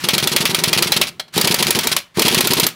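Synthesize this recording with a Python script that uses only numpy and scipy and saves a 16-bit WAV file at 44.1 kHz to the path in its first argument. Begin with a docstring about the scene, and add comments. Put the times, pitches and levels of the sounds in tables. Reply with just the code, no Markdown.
"""Three short bursts of hard, ringing hammering: a pneumatic impact wrench on a car's suspension nut, in a garage.
In each cycle the air motor gives a thump and quickening exhaust puffs, then stalls as the hammer strikes the anvil.
Between blows the hammer and loose socket clatter; air hisses under each burst, and clinks fall between two.
Blows and contacts are shaped noise plus decaying sines, puffs are filtered pulses. At the microphone the
direct sound comes with near reflections, the boom of the wheel arch, a short room tail and a faint floor."""
import sys
import numpy as np
from scipy import signal
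from scipy.io import wavfile
from scipy.ndimage import uniform_filter1d

SR = 44100
rng = np.random.default_rng(int(sys.argv[2]) if len(sys.argv) > 2 else 0)


def store_wav(level_fs):
    """Save 16-bit WAV to argv[1]."""
    pcm = np.round(np.clip(np.atleast_2d(level_fs), -1, 1) * 32767)
    wavfile.write(sys.argv[1], SR, pcm.T.astype(np.int16))


N = 121275

# Event levels are relative to the base level of their layer.
# Hammer blows: (time [s], level [dB], treble [dB], clang pitch [Hz], clang level [dB])
BLOWS = [(.0863,1,-19.5,3270,-8.5), (.18,-1,-21,4310,-13), (0.2727,-4,-14.5,3460,-5),
         (0.3626,1,-16,4280,-12), (0.4532,1,-21.5,3590,-10.5), (.546,-2,-16.5,3260,-12),
         (.637,0.5,-17.5,3600,-13), (.7294,3,-22,4370,-15), (0.8231,0.5,-17,4820,-8),
         (0.9197,1,-17.5,4010,-7.5), (1.0133,2,-21.5,3820,-13), (1.3774,-2.5,-17,3840,-10),
         (1.4124,-4.5,-12.5,4690,-8.5), (1.473,-1.5,-18,4650,-14), (1.5425,-5.5,-10.5,4640,-11.5),
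         (1.6254,-2.5,-15.5,3200,-13), (1.706,-5,-8,9700,-12), (1.7883,-4.5,-15.5,5660,-14),
         (1.8707,-5.5,-10,3820,-14), (1.9646,-4.5,-12,2975,-11), (2.1939,-5.5,-11,5250,-11),
         (2.2194,-0.5,-18.5,13930,-13), (2.281,.5,-19.5,3290,-14), (2.3453,-1.5,-16,4150,-19),
         (2.4069,-3,-13,9850,-17), (2.471,-6,-10,13700,-15), (2.5337,-6,-11.5,12630,-13),
         (2.598,-3.5,-11.5,13700,-11), (2.6661,-10,-6.5,13400,-7.5)]
# Clatter of hammer and socket on the rebound: (time [s], level [dB], hold [s])
CLATTERS = [(0.037, -3, 0.016), (.133, 1.5, 0.018), (0.2254, -0.5, 0.02), (0.316, -1, 0.021),
            (0.405, -1.5, 0.021), (0.496, -3.5, 0.019), (0.587, -3.5, 0.014), (0.678, -2, 0.015),
            (.774, 3, 0.017), (0.87, -3, 0.013), (0.963, 2.5, 0.011), (1.069, -10.5, 0.022),
            (1.338, -11.5, 0.021), (1.358, -5, 0.015), (1.444, 2.5, 0.0084), (1.509, 0.5, 0.015),
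            (1.586, 0, 0.022), (1.667, -0.5, 0.02), (1.748, -1, 0.021), (1.832, -4, 0.019),
            (1.915, 0.5, 0.016), (2.17, -11, 0.022), (2.249, 2, 0.021), (2.313, -2.5, 0.025),
            (2.376, 4.5, 0.012), (2.442, -1, 0.015), (2.504, 1, 0.016), (2.567, -1.5, 0.019),
            (2.631, 2, 0.013)]
# Motor run-ups, each ending at a blow: (time [s], opening thump level [dB], later puff level [dB])
RUNUPS = [(.039, -2, -3.5), (.134, 4, -2), (0.227, 3, 0), (.316, 0.5, -0.5), (.404, 2, -0.5),
          (.493, 1.5, -1.5), (0.584, 2.5, -3.5), (0.675, 3, -3), (0.765, 5.5, 1), (0.859, 0, -3.5),
          (.963, 3.5, -4.5), (1.3657, 5, 3), (1.442, 5, -0.5), (1.504, 2.5, -2), (1.580, -3.5, 2),
          (1.660, -2, 1.5), (1.752, 3, 2), (1.835, -18, -2.5), (1.915, -3.5, -9), (2.173, 6, 5),
          (2.25, 7, 3), (2.309, -2, 0.5), (2.371, 4.5, 2), (2.438, -1, 1), (2.504, 4, 2.5), (2.567, -1, 2),
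          (2.629, 4.5, -3)]
# Heavy gulps of air as the rotor first gives way: (time [s], level [dB])
GULPS = [(1.378, 8.5), (2.1844, 12)]
# Light clinks of the socket on the nut between bursts: (time [s], level [dB])
CLINKS = [(1.1959, 2), (1.2795, -23)]
# Trigger pulls: (start time [s], end time [s], air level [dB])
TRIGGER_PULLS = [(-.03, 1.024, 6), (1.323, 1.929, 8.5), (2.141, 2.668, 8)]
# Ringing modes of socket and suspension arm: (frequency [Hz], relative level [dB])
STEEL_MODES = [(1307,-1.5), (1916,-0.5), (2155,-3.5), (2300,-4), (2966,-4), (3210,2), (3298,2), (3432,-3),
               (4130,2), (4310,-3)]
# Relative spectra of the layers, each: (frequency [Hz], density [dB per Hz])
CRACK_SPECTRUM = [(100, -27), (400, 0.5), (1600, -7), (3000, -5), (3500, 3), (4400, 3.5), (5600, -2),
                  (7400, -1), (8300, -4), (9700, 1), (11500, -3.5), (14600, -3), (15600, -5)]
RING_SPECTRUM = [(100, -13.5), (400, -6.5), (1500, -4), (2500, 4.5), (4300, 0.5), (5800, -0.5), (7000, -11),
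                 (8500, -14.5), (10300, -9), (12000, -19), (15500, -12)]
RATTLE_SPECTRUM = [(100, -37.5), (600, -4.5), (1500, -7.5), (2800, 0.5), (4500, 1), (6800, -8.5),
                   (8300, -9.5), (10300, -7), (12500, -11), (15500, -20)]
EXHAUST_SPECTRUM = [(25,-47), (140,-10), (240,2.5), (295,-9), (355,6), (440,-1.5), (600,-16), (950,-5.5),
                    (1400,-29), (4000,-45)]
THUMP_SPECTRUM = [(25,-45), (100,-3.5), (150,4), (240,2.5), (295,-15), (360,2.5), (600,-20), (950,-17),
                  (4000,-33.5)]
CLINK_SPECTRUM = [(100,-24.5), (450,-2.5), (2400,-2.5), (4100,2.5), (6800,-10.5), (15500,-19)]
AIR_SPECTRUM = [(40,-20), (170,4.5), (500,-18), (1300,-2.5), (4300,-6.5), (7500,-13), (14000,-19.5)]
FLOOR_SPECTRUM = [(25,-16), (170,-6.5), (3000,-9), (15000,-30.5)]
# Decay of the garage: (frequency [Hz], time to fall 60 dB [s])
ROOM_DECAY = [(100, 0.79), (260, 0.24), (700, 0.31), (1840, 0.28), (4850, 0.19), (12800, 0.17)]
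# Reflections off wheel arch and floor: (delay [s], gain [ratio])
ECHOES = [(.0065, 0.13), (0.0189, 0.053)]

FLOOR_DB, ROOM_DB = -58, -18.5
BOOM_HZ, BOOM_T60_S, BOOM_DB = 164, 0.19, -75  # hollow of the wheel arch
AIR_DB, AIR_RISE_S, AIR_FALL_S = -36.5, 0.04, 0.038
COAST_START_S, COAST_FALL_S, COAST_DB = 0.97, 0.11, -36.5  # run-down at the end of the first burst

CLINK_DB, CLINK_HOLD_S, CLINK_FALL_S, CLINK_STEEL_DB = -20.5, 0.0022, 0.0065, -40.5
CLINK_HZ, CLINK_RING_S, CLINK_RING_DB = 4090, 0.013, -26
CLINK_KNOCK_HZ, CLINK_KNOCK_DB = 762, -25.5

PUFF_COUNT = 7  # the opening thump and six later puffs
MIN_RUN_S = 0.025  # shortest time from run-up to stall
QUICK_RUN_S = 0.034  # run-ups longer than this give deeper puffs
SPIN_LAW = 0.6  # exponent below 1: the puffs quicken
THUMP_DB, PUFF_DB, PUFF_SWELL_DB = 4.5, 0, 1.5
PUFF_JITTER_S, PUFF_NOISE, PUFF_FALL_S = 0.0005, 0.038, 0.004

CLATTER_DB, CLATTER_RISE_S, CLATTER_FALL_S = -14.5, 0.0022, 0.0047
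CLATTER_SAG_DB_PER_S, CLATTER_GRAIN_DB, CLATTER_STEEL_DB = -170, 2.5, -34.5
TICKS_PER_S, TICK_DB = 300, 14  # sharp contacts within the clatter

CRACK_DB, CRACK_RISE_S, CRACK_HOLD_S, CRACK_FALL_S = -6, 0.00079, 0.0023, 0.0036
HARD_SHORTENING = 0.21  # dB of crack length lost per dB of extra treble
SNAP_DB = 18  # the first contact stands out of the crack
BOUNCE_DELAY_S, BOUNCE_DB, BOUNCE_HOLD_S = 0.0195, -25.5, 0.0025  # the hammer touches once more
RING_DB, RING_RISE_S, RING_FALL_S = -12, 0.0013, 0.018
GRIT_DB = 2.5  # loose parts chatter while the tool rings
ALIKE = 0.41  # share of noise energy that repeats from blow to blow
KNOCK_HZ, KNOCK_FALL_S, KNOCK_DB, KNOCK_SPREAD = 1106, 0.0038, -14.5, 0.161  # dull part of each blow
CLANG_FALL_S = 0.0056  # a short clang whose pitch changes as the socket turns
STEEL_DB, STEEL_SPREAD_DB, STEEL_T60_S = -27.5, 7, 0.14

CEILING, EDGE_HZ = 0.91, 15850  # full-scale ratio, top of the band


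def amp(db):
    """Converts decibels to gain."""
    return 10 ** (np.asarray(db) / 20)


def read(points, hz):
    """Interpolates a table along a log-frequency axis."""
    f, value = np.transpose(points)
    return np.interp(np.log(hz + 1), np.log(f + 1), value)


def add(mix, s, sound):
    """Mixes a sound in at a time in seconds."""
    part = mix[max(round(s * SR), 0):][:len(sound)]
    part += sound[:len(part)]


def colour(x, spectrum, size=4096):
    """Filters with a causal, minimum-phase response of unit energy and the given spectrum."""
    hz = abs(np.fft.fftfreq(size, 1 / SR))
    log_gain = np.log(amp(read(spectrum, hz)))
    response = np.exp(np.conj(signal.hilbert(log_gain)))
    taps = np.fft.ifft(response).real[:size // 2]
    return signal.fftconvolve(x, taps / np.linalg.norm(taps))[:N]


def envelope(t, rise, hold, fall):
    """Rises in a straight line, holds, then falls exponentially."""
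    return np.clip(t / rise, 0, 1) * np.exp(-np.maximum(t - rise - hold, 0) / fall)


def ages(size=8192):
    """Gives the seconds since the start of one event."""
    return np.arange(size) / SR


def ping(hz, fall):
    """One quickly dying mode: a sine under a decay."""
    t = ages()
    return np.sin(2 * np.pi * hz * t) * envelope(t, CRACK_RISE_S, 0, fall)


def grit(count, depth_db):
    """A gain of unit power that jumps about as if from one tiny contact to the next."""
    lumps = uniform_filter1d(rng.standard_normal(count), size=70)
    gain = amp(depth_db * lumps / lumps.std())
    return gain / np.sqrt(np.mean(gain ** 2))


def steel():
    """One ring of the steel: decaying modes, their strengths drawn anew for where the socket sits."""
    t = ages()
    hz, db = np.transpose(STEEL_MODES)[:, :, None]
    db = db + STEEL_SPREAD_DB * rng.uniform(-0.93, 1, hz.shape)
    decay = amp(db - 60 * t / STEEL_T60_S)
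    waves = np.sin(2 * np.pi * (hz * t + rng.random(hz.shape)))
    return (decay * waves).sum(0) * np.minimum(t / CRACK_RISE_S, 1)


def background():
    """The faint floor of the place: steady coloured noise."""
    return amp(FLOOR_DB) * colour(rng.standard_normal(N), FLOOR_SPECTRUM)


def garage(x):
    """Direct sound, near reflections, the boom of the wheel arch and a short diffuse tail."""
    hz, t, noise = signal.stft(rng.standard_normal(SR // 2), SR, nperseg=256)
    decay = amp(-60 * t / read(ROOM_DECAY, hz)[:, None])
    build_up = np.minimum(t / 0.015, 1)
    tail = signal.istft(noise * decay * build_up, SR, nperseg=256)[1]
    age = ages(size=len(tail))
    boom = amp(BOOM_DB - 60 * age / BOOM_T60_S) * np.cos(2 * np.pi * BOOM_HZ * age)
    response = amp(ROOM_DB) * tail / np.linalg.norm(tail) + boom
    out = x + signal.fftconvolve(x, response)[:N]
    for delay, gain in ECHOES:
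        add(out, delay, gain * x)
    return out


def air():
    """Compressed air hisses through the tool while the trigger is held: gated turbulent noise."""
    t = np.arange(N) / SR
    flow = np.zeros(N)
    for start, end, db in TRIGGER_PULLS:
        hold = end - start - AIR_RISE_S
        flow += amp(db + AIR_DB) * envelope(t - start, AIR_RISE_S, hold, AIR_FALL_S)
    return colour(flow * rng.standard_normal(N), AIR_SPECTRUM)


def coast():
    """A low rush of air dies away as the rotor spins down freely."""
    t = np.arange(N) / SR - COAST_START_S
    level = amp(COAST_DB) * envelope(t, AIR_RISE_S, 0, COAST_FALL_S)
    return colour(level * rng.standard_normal(N), THUMP_SPECTRUM)


def clinks():
    """The socket shifts on the nut while the tool rests: brief noise, steel modes and two pings."""
    t = ages()
    contacts, modes = np.zeros((2, N))
    shape = envelope(t, CLATTER_RISE_S, CLINK_HOLD_S, CLINK_FALL_S)
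    for s, db in CLINKS:
        add(contacts, s, amp(db + CLINK_DB) * shape * rng.standard_normal(len(t)))
        add(modes, s, amp(db + CLINK_STEEL_DB) * steel())
        add(modes, s, amp(db + CLINK_RING_DB) * ping(CLINK_HZ, CLINK_RING_S))
        add(modes, s, amp(db + CLINK_KNOCK_DB) * ping(CLINK_KNOCK_HZ, KNOCK_FALL_S))
    return colour(contacts, CLINK_SPECTRUM) + modes


def motor():
    """The rotor breaks free with a deep thump of air; puffs then quicken until the blow stalls it."""
    t = ages(size=1024)
    thumps, puffs = np.zeros((2, N))
    for start, thump_db, puff_db in RUNUPS:
        stall = min(blow[0] for blow in BLOWS if blow[0] > start + MIN_RUN_S)
        run = stall - start
        quick = min(QUICK_RUN_S / run, 1)
        # Each puff is one sharp pulse with a short noisy tail.
        noise = rng.standard_normal((PUFF_COUNT, len(t)))
        shapes = (t == 0) + PUFF_NOISE * np.exp(-t / PUFF_FALL_S) * noise
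        add(thumps, start, -amp(thump_db + THUMP_DB) * shapes[0])
        for k in range(1, PUFF_COUNT):
            turn = k / PUFF_COUNT
            s = start + run * turn ** SPIN_LAW + PUFF_JITTER_S * rng.standard_normal()
            puff = -amp(puff_db + PUFF_DB + PUFF_SWELL_DB * turn) * shapes[k]
            add(puffs, s, quick * puff)
            add(thumps, s, (1 - quick) * puff)
    for s, db in GULPS:
        add(puffs, s, -amp([db]))
    return colour(thumps, THUMP_SPECTRUM) + colour(puffs, EXHAUST_SPECTRUM)


def clatter():
    """Small uneven contacts as the hammer rides over its cam: gritty noise, ticks and steel modes."""
    t = ages()
    contacts, modes = np.zeros((2, N))
    for s, db, hold in CLATTERS:
        sagging = amp(db + CLATTER_DB + CLATTER_SAG_DB_PER_S * t)
        level = sagging * grit(len(t), CLATTER_GRAIN_DB)
        ticks = amp(TICK_DB) * (rng.random(len(t)) < TICKS_PER_S / SR)
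        grain = rng.standard_normal(len(t)) + ticks
        add(contacts, s, level * envelope(t, CLATTER_RISE_S, hold, CLATTER_FALL_S) * grain)
        add(modes, s, amp(db + CLATTER_STEEL_DB) * steel())
    return colour(contacts, RATTLE_SPECTRUM) + modes


def hammer():
    """Each blow: dull knock, bright crack and bounce, socket clang, dense tool ring and steel modes."""
    t = ages()
    crack, ring, modes = np.zeros((3, N))
    same = rng.standard_normal((2, len(t)))
    usual_treble = np.mean([blow[2] for blow in BLOWS])
    for s, db, treble_db, clang_hz, clang_db in BLOWS:
        fresh = rng.standard_normal(same.shape)
        crack_noise, ring_noise = np.sqrt(ALIKE) * same + np.sqrt(1 - ALIKE) * fresh

        # A brighter blow has a louder, shorter crack.
        hard_db = treble_db - usual_treble
        length = amp(-HARD_SHORTENING * hard_db)
        crack_db = db + CRACK_DB + hard_db
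        shape = envelope(t, CRACK_RISE_S, CRACK_HOLD_S * length, CRACK_FALL_S * length)
        add(crack, s, amp(crack_db) * crack_noise * shape)
        add(crack, s + CRACK_RISE_S, amp([crack_db + SNAP_DB]))
        bounce = rng.standard_normal(len(t)) * envelope(t, CLATTER_RISE_S, BOUNCE_HOLD_S, CRACK_FALL_S)
        add(crack, s + BOUNCE_DELAY_S, amp(BOUNCE_DB) * bounce)

        chatter = ring_noise * grit(len(t), GRIT_DB)
        add(ring, s, amp(db + RING_DB) * chatter * envelope(t, RING_RISE_S, 0, RING_FALL_S))

        knock_hz = KNOCK_HZ * (1 + KNOCK_SPREAD * rng.standard_normal())
        add(modes, s, amp(db + STEEL_DB) * steel())
        add(modes, s, amp(KNOCK_DB) * ping(knock_hz, KNOCK_FALL_S))
        add(modes, s, amp(clang_db) * ping(clang_hz, CLANG_FALL_S))
    return colour(crack, CRACK_SPECTRUM) + colour(ring, RING_SPECTRUM) + modes


def scene():
    """The wrench in the garage, over the faint background."""
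    wrench = air() + coast() + clinks() + motor() + clatter() + hammer()
    return (garage(wrench) + background())[None]


def record(dry):
    """Rounds off the loudest peaks at the microphone, then limits the band."""
    rounded = CEILING * np.tanh(dry / CEILING)
    low_pass = signal.firwin(255, EDGE_HZ, window=("kaiser", 9), fs=SR)
    return signal.oaconvolve(rounded, low_pass[None], "same")


dry = scene()
out = record(dry)
store_wav(out)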